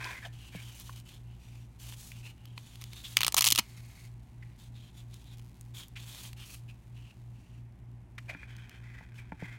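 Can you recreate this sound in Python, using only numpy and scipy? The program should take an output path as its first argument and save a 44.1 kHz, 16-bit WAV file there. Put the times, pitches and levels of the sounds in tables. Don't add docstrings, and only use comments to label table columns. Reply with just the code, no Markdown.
import sys
import numpy as np
from scipy import signal
from scipy.fft import rfft, irfft
from scipy.io import wavfile

SR = 44100
rng = np.random.default_rng(int(sys.argv[2]) if len(sys.argv) > 2 else 0)


def put_to_file(sound):
    columns = np.atleast_2d(sound).T
    safe = np.clip(columns, -1, 1)
    whole_steps = np.round(safe * 32767)
    wavfile.write(sys.argv[1], SR, whole_steps.astype(np.int16))


N = 422478
TIME = np.arange(N) / SR
FREQS = np.maximum(np.fft.rfftfreq(4096, 1 / SR), 1)


def from_db(db):
    return 10 ** (np.asarray(db) / 20)


def rms_one(x):
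    return x / np.sqrt(np.mean(x ** 2) + 1e-20)


def add(out, s, sound):
    at = max(round(s * SR), 0)
    out[at:at + len(sound)] += sound[:max(N - at, 0)]


def at_time(rows, s):
    times, *columns = np.transpose(rows)
    return [np.interp(s, times, column) for column in columns]


def colour(points):
    hz, db = np.transpose(points)
    return np.interp(np.log(FREQS), np.log(hz), db)


def bump(hz, width_hz):
    return 1 / (1 + (2 * (FREQS - hz) / width_hz) ** 2)


def coloured(x, db):
    cepstrum = irfft(np.log(from_db(db)))
    half = len(cepstrum) // 2
    cepstrum[1:half] *= 2
    cepstrum[half + 1:] = 0
    response = irfft(np.exp(rfft(cepstrum)))
    return signal.fftconvolve(x, response)[:len(x)]


def ring(hz, t60):
    t = TIME[:SR // 4]
    return np.sin(2 * np.pi * hz * t) * from_db(-60 * t / t60)


def pressure(length, rise_s, fall_s, flutter_db, flutter_hz):
    t = TIME[:SR * 2 // 3]
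    grips = rng.standard_normal(len(t))
    uneven = from_db(flutter_db * np.interp(t * flutter_hz, np.arange(len(t)), grips))
    after = np.maximum(t - length, 0)
    release = np.maximum(np.exp(-after / fall_s), from_db(-6.5) * np.exp(-after / 0.032))
    return uneven * (1 - np.exp(-t / rise_s)) * release


def friction(force, colour_db, per_s, size_db):
    count = len(force)
    sizes = from_db(size_db * np.minimum(rng.exponential(1, count), 5))
    slips = (rng.random(count) < per_s / SR) * sizes * rng.choice([-1, 1], count)
    return force * rms_one(coloured(slips, colour_db))


def grip_colour():
    delays_s = rng.uniform(0.0004, 0.0025, 6)
    ripple = np.sum(np.cos(2 * np.pi * delays_s[:, None] * FREQS), axis=0)
    return 1.2 * ripple / (1 + (2500 / FREQS) ** 4)


# f/Hz, level/dB
CARDBOARD_COLOUR = [(300, -11.5), (600, -12), (1000, -6.5), (1250, -9.5), (1600, 2.5), (1850, -1.5),
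                    (2100, -2), (2480, 2), (2820, -15.5), (3200, -6.5), (4000, -15.5), (6400, -19.5),
                    (15500, -31.5)]
# start t/s, end t/s, level/dB, wall ringing f/Hz
BOX_SCRAPES = [(0, 0.133, -43, 1016), (0.111, 0.191, -48, 2070), (0.218, 0.26, -47.5, 1800),
               (0.521, .604, -54.5, 2300), (8.28, 8.341, -49.5, 2450), (8.362, 8.444, -53, 2420),
               (8.473, 8.657, -59, 3100), (8.705, 8.787, -59.5, 3140), (8.83, 9.05, -59, 1990),
               (9.176, 9.205, -52, 2300), (9.393, 9.555, -51.5, 2070)]


def cardboard_scrapes():
    box_db = colour(CARDBOARD_COLOUR)
    reaching = np.interp(TIME, [8.17, 8.35], [0, 1])
    out = from_db(-65.5) * friction(reaching, box_db, per_s=600, size_db=2.5)
    for start, end, db, hz in BOX_SCRAPES:
        force = pressure(end - start, rise_s=0.0035, fall_s=0.0047, flutter_db=2.5, flutter_hz=89)
        wall_db = box_db + 11.5 * bump(hz, width_hz=0.12 * hz) + grip_colour()
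        add(out, start, from_db(db) * friction(force, wall_db, per_s=2400, size_db=-2.5))
    return out


# f/Hz, level/dB
SEAM_COLOUR = [(300, -11.5), (600, -10), (1000, -4), (1350, -6.5), (2000, -5.5), (2500, -1), (3300, -4.5),
               (4000, -4), (5000, -9), (9000, -26)]
# f/Hz, level/dB
WEAVE_COLOUR = [(2500, -11.5), (4400, -1), (5300, -3), (6400, -0.5), (8000, -2), (11500, -4), (15500, -8.5)]
# t/s, f/Hz
HOLLOW_PITCH = [(0.45, 3000), (1.1, 3240), (1.5, 2750), (2.05, 3350), (2.25, 2750), (3.05, 3780),
                (3.8, 2100), (4.48, 2067), (4.62, 3450), (6.15, 3470), (6.5, 2780)]
# start t/s, end t/s, rasp level/dB, hiss level/dB
NYLON_STROKES = [(0.0, 0.275, -62, -61), (0.32, 0.522, -59.5, -64), (0.517, 0.748, -56.5, -59),
                 (0.739, 0.93, -58.5, -55.5), (0.943, 1.0, -60, -60), (1.049, 1.17, -60.5, -63),
                 (1.257, 1.374, -70, -84), (1.388, 1.642, -67.5, -69), (1.786, 1.94, -58, -54),
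                 (1.963, 2.109, -62.5, -53), (2.103, 2.219, -63, -63.5), (2.224, 2.308, -55.5, -61.5),
                 (2.368, 2.565, -69, -81), (2.558, 2.93, -63.5, -64), (2.908, 3.019, -55.5, -58.5),
                 (3.027, 3.165, -55.5, -53), (3.609, 4.074, -63, -62.5), (4.399, 4.56, -73, -86),
                 (4.573, 4.674, -64.5, -64), (4.738, 4.9, -61, -68), (4.933, 5.023, -63, -64),
                 (5.092, 5.222, -65.5, -67), (5.239, 5.346, -62, -69), (5.737, 5.837, -51, -53),
                 (5.959, 6.046, -56, -57.5), (6.053, 6.289, -53.5, -52), (6.361, 6.442, -51.5, -57),
                 (6.448, 6.557, -57, -51.5), (6.681, 6.706, -55, -66), (6.941, 7.111, -63, -74.5),
                 (7.329, 7.598, -72, -77), (8.178, 8.3, -73, -72.5), (9.139, 9.204, -64, -66)]


def nylon_rubs():
    out = np.zeros(N)
    for start, end, rasp_db, hiss_db in NYLON_STROKES:
        force = pressure(end - start, rise_s=0.01, fall_s=0.015, flutter_db=2.4, flutter_hz=72)
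        t = TIME[:len(force)]
        progress = np.minimum(t / (end - start), 1)
        force *= from_db(-1.5 * (2 * (progress - 0.53)) ** 2)
        hollow_hz, = at_time(HOLLOW_PITCH, (start + end) / 2)
        brisk_db = 0.22 * (hiss_db + 58) * np.log2(np.maximum(FREQS / 7000, 1))
        octave_db = 2.5 * bump(2 * hollow_hz, 0.15 * hollow_hz)
        cupped_db = np.clip(10.5 + 0.4 * (rasp_db - hiss_db), 3, 14)
        roll = 2 * np.pi * (rng.random() + 2.5 * t)
        for share, detune in ((np.cos(roll), 0.96), (np.sin(roll), 1.04)):
            grip_db = grip_colour()
            hollow_db = cupped_db * bump(hollow_hz * detune, 0.24 * hollow_hz)
            seam_db = colour(SEAM_COLOUR) + hollow_db + grip_db
            weave_db = colour(WEAVE_COLOUR) + brisk_db + octave_db + grip_db
            rasp = friction(force * share, seam_db, per_s=1000, size_db=0)
            hiss = friction(force * share, weave_db, per_s=4800, size_db=3)
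            add(out, start, from_db(rasp_db) * rasp + from_db(hiss_db) * hiss)
    return out


# f/Hz, level/dB
STRAP_COLOUR = [(150, -22.5), (480, -20), (640, -18), (950, -8), (1250, -7), (1500, -15), (1850, -8.5),
                (2150, -5.5), (2900, -2.5), (3600, -5), (5000, -4), (8000, -7.5), (12000, -8), (16000, -12)]


def held_holster():
    held = np.interp(TIME, [0, 6.6, 7.2, 7.7], [0.68, 0.68, 0.63, 0.079])
    pressed = np.interp(TIME, [5.05, 5.4, 5.65, 5.72], [0.13, 0.94, 0.59, 0.16])
    nylon_db = np.maximum(colour(WEAVE_COLOUR), colour(SEAM_COLOUR) + 6)
    rustle = friction(held, nylon_db, per_s=1200, size_db=3)
    crackle = friction(pressed, colour(STRAP_COLOUR), per_s=190, size_db=2.5)
    return from_db(-70.5) * rustle + from_db(-67.5) * crackle


# f/Hz, level/dB
MOTOR_TONES = [(58.438, -57.5), (116.866, -51.5), (120.02, -53.7), (175.3, -73), (233.73, -73),
               (360.06, -77)]
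# f/Hz, level/dB
AIR_COLOUR = [(20, -21.5), (35, 1.5), (55, 5.5), (85, 1), (130, -1.5), (175, -2), (300, -10.5), (500, -23),
              (850, -18), (1300, -29), (2100, -27), (4500, -42), (10000, -43.5), (16000, -53.5)]


def motors_and_air():
    hum = sum(np.sqrt(2) * from_db(db) * np.cos(2 * np.pi * hz * TIME) for hz, db in MOTOR_TONES)
    air = rms_one(coloured(rng.standard_normal(N), colour(AIR_COLOUR)))
    return hum + from_db(-56) * air


# t/s, level/dB, length t/s, centre f/Hz
QUICK_SCUFFS = [(0.043, -35, 0.0036, 4760), (.246, -46.5, 0.026, 3100), (.247, -46, 0.028, 680),
                (0.893, -43, 0.007, 1160), (1.934, -47.5, 0.0091, 2680), (2.116, -45.5, .0077, 2260),
                (3.035, -43, 0.05, 3380), (4.422, -55, 0.019, 1980), (5.133, -57, 0.014, 3600),
                (5.953, -44, 0.039, 2610), (8.179, -37.5, 0.014, 2037), (8.279, -51.5, 0.066, 655),
                (8.289, -39.5, 0.028, 2150)]


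def scuffs():
    out = np.zeros(N)
    dull_db = -10 * np.log10(1 + (FREQS / 6500) ** 2)
    for s, db, length, hz in QUICK_SCUFFS:
        age = TIME[:SR // 4] / (0.35 * length)
        band_db = -10 * np.log10(1 + (5.6 * (FREQS / hz - hz / FREQS)) ** 2)
        noise = rms_one(coloured(rng.standard_normal(len(age)), band_db + dull_db))
        swell = age ** 2 * np.exp(2 - 2 * age)
        add(out, s, from_db(db) * swell * noise)
    return out


# f/Hz, width f/Hz, added level/dB
STRAP_RINGING = [(2179, 61, 1), (3180, 830, 3.5), (4260, 450, 3), (4490, 95, -1), (6300, 940, 2),
                 (7600, 250, -1.5), (9100, 350, 3.5), (10990, 90, 0.5)]


def snap(bass_db, treble_db, t60):
    t = TIME[:len(FREQS)]
    fade = from_db(-60 * t / t60) + from_db(-38 - 60 * t / 0.025)
    fibres = rng.standard_normal(len(t)) * fade * (1 - np.exp(-t / 0.0002))
    burst = 2.4 * fibres / np.linalg.norm(fibres)
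    burst[0] = 1
    ringing_db = sum(db * bump(hz, width_hz) for hz, width_hz, db in STRAP_RINGING)
    tilt_db = bass_db / (1 + (FREQS / 1600) ** 4) + treble_db / (1 + (4500 / FREQS) ** 4)
    sound = coloured(burst, colour(STRAP_COLOUR) + ringing_db + tilt_db)
    middle = signal.sosfilt(signal.butter(2, [1600, 4500], "band", fs=SR, output="sos"), sound)
    return sound * np.sqrt(SR / 1000) / np.linalg.norm(middle)


# earliest t/s, latest t/s, level/dB
SIDE_TICKS = [(-.0025, -.0004, -24.5), (.0007, .002, -7.5), (.0025, .0095, -23)]


def add_release(out, s, db, bass_db, treble_db):
    add(out, s, from_db(db - 1) * snap(bass_db, treble_db, t60=0.0028))
    for earliest, latest, tick_db in SIDE_TICKS:
        tick_s = s + rng.uniform(earliest, latest)
        gain = from_db(db + tick_db + rng.normal(0, 2.5))
        add(out, tick_s, gain * snap(bass_db, treble_db, t60=0.007))


# t/s, level/dB, extra treble level/dB
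CATCHES = [(.044, -39, -33), (.799, -56, 23), (0.961, -50, 1), (1.0, -54, 10), (1.924, -45, -16),
           (2.119, -44, -10), (2.455, -47.5, -2.5), (2.578, -37, -19), (2.756, -46.5, -3), (2.814, -46, 0),
           (2.821, -42.5, -6), (2.84, -39.5, -5), (2.933, -41.5, -5), (5.142, -51.5, 1), (5.396, -51.5, -9),
           (5.611, -56, 6), (5.883, -62.5, 24), (6.331, -44, -3), (8.566, -52.5, -6), (8.695, -47, -6)]


def catching_hooks():
    out = np.zeros(N)
    for s, db, treble_db in CATCHES:
        add_release(out, s, db, 0, treble_db)
    return out


# f/Hz, level/dB, t/s to fade by 60 dB
BOX_TONES = [(173, 23.5, 0.062), (287, 11.5, 0.1), (430, 8, 0.023), (670, 11, 0.0061), (887, 0, 0.032),
             (1100, -18, 0.055), (1390, -6, 0.037), (1710, 8.5, 0.013), (2034, -1, 0.034), (2320, 6, 0.032),
             (3060, -2, 0.0036)]
# t/s, peak level/dB, f/Hz shaken most
BOX_KNOCKS = [(.549, -37, 580), (0.555, -37, 182), (8.348, -33, 1370), (8.349, -43.5, 330),
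              (8.431, -34, 1986), (9.009, -43.5, 896), (9.3204, -29.5, 1020), (9.423, -31.5, 645),
              (9.429, -38, 171)]


def box_knocks():
    out = np.zeros(N)
    for s, db, contact_hz in BOX_KNOCKS:
        sound = 0
        for k, (hz, tone_db, t60) in enumerate(BOX_TONES):
            closeness = 1 / (1 + (2.03 * np.log2(hz / contact_hz)) ** 2)
            gain = from_db(tone_db + rng.normal(0, 2.1)) * closeness
            sound += (-1) ** k * gain * ring(hz, t60)
        add(out, s, from_db(db) * sound / np.max(np.abs(sound)))
    return out


# t/s, extra bass level/dB, extra treble level/dB
PEEL_COLOUR = [(3.17, -2.5, -8), (3.23, .5, -5.5), (3.36, 5, 1), (3.42, 0, -0.5), (3.47, -3, 0.5),
               (3.54, -8, 2), (3.59, -2.5, -9)]
# start t/s, length t/s, rows of hooks, level/dB
TEARING_FITS = [(3.1696, 0.00072, 2, -13.5), (3.189, 0.0067, 1, -33), (3.2073, 0.0087, 2, -21),
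                (3.2326, 0, 1, -15.5), (3.2472, 0, 1, -19), (3.2663, 0, 1, -21.5), (3.2807, 0, 1, -20),
                (3.3232, 0.0012, 1, -32.5), (3.3444, 0, 1, -22), (3.367, 0, 1, -22.5),
                (3.3711, .0212, 7, -19), (3.409, 0.0002, 3, -21), (3.4215, 0.0048, 2, -20.5),
                (3.4426, 0, 1, -17), (3.446, .0057, 2, -23.5), (3.4606, 0, 1, -21.5),
                (3.4674, 0.0084, 3, -18), (3.479, .0076, 2, -21.5), (3.5039, 0.0065, 2, -21),
                (3.522, 0.0035, 3, -17.5), (3.5505, 0, 1, -29), (3.5587, 0, 1, -21.5),
                (3.5775, 0, 1, -20.5), (3.5855, .009, 4, -20.5)]


def flap_rip():
    out = np.zeros(N)
    jitter_s, spread_db = 0.00043, 1.66
    for start, length, rows, db in TEARING_FITS:
        for progress in np.linspace(0, 1, rows):
            edge_db = -7.5 * (2 * progress - 1) ** 2 * (rows > 4)
            late, harder = rng.standard_normal(2) * (progress > 0)
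            s = start + progress * length + jitter_s * late
            bass_db, treble_db = at_time(PEEL_COLOUR, s)
            add_release(out, s, db + edge_db + spread_db * harder, bass_db, treble_db)
    return out


# t/s, level/dB, f/Hz, t/s to fade by 60 dB
FLAP_JERKS = [(3.524, -33, 273.4, 0.03), (3.586, -33.5, 315, 0.035), (3.592, -35.5, 207, 0.069)]


def flap_thumps():
    out = np.zeros(N)
    for s, db, hz, t60 in FLAP_JERKS:
        add(out, s, from_db(db) * ring(hz, t60))
    return out


def room(x, echo_db, t60):
    t = TIME[:SR // 2]
    tail = rng.standard_normal(len(t)) * from_db(-60 * t / t60) * (t > 0.004)
    tail = coloured(tail, -10 * np.log10(1 + (FREQS / 6000) ** 2))
    return x + from_db(echo_db) * signal.fftconvolve(x, tail / np.linalg.norm(tail))[:N]


def scene():
    rubbing = cardboard_scrapes() + nylon_rubs() + held_holster() + scuffs()
    hits = catching_hooks() + box_knocks() + flap_rip() + flap_thumps()
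    return (room(rubbing + hits, echo_db=-25, t60=0.13) + motors_and_air())[None]


def record(dry):
    ceiling, cutoff_hz = 0.7, 16200
    rounded = ceiling * np.tanh(dry / ceiling)
    return signal.sosfilt(signal.ellip(10, 0.3, 80, cutoff_hz, fs=SR, output="sos"), rounded)


dry = scene()
out = record(dry)
put_to_file(out)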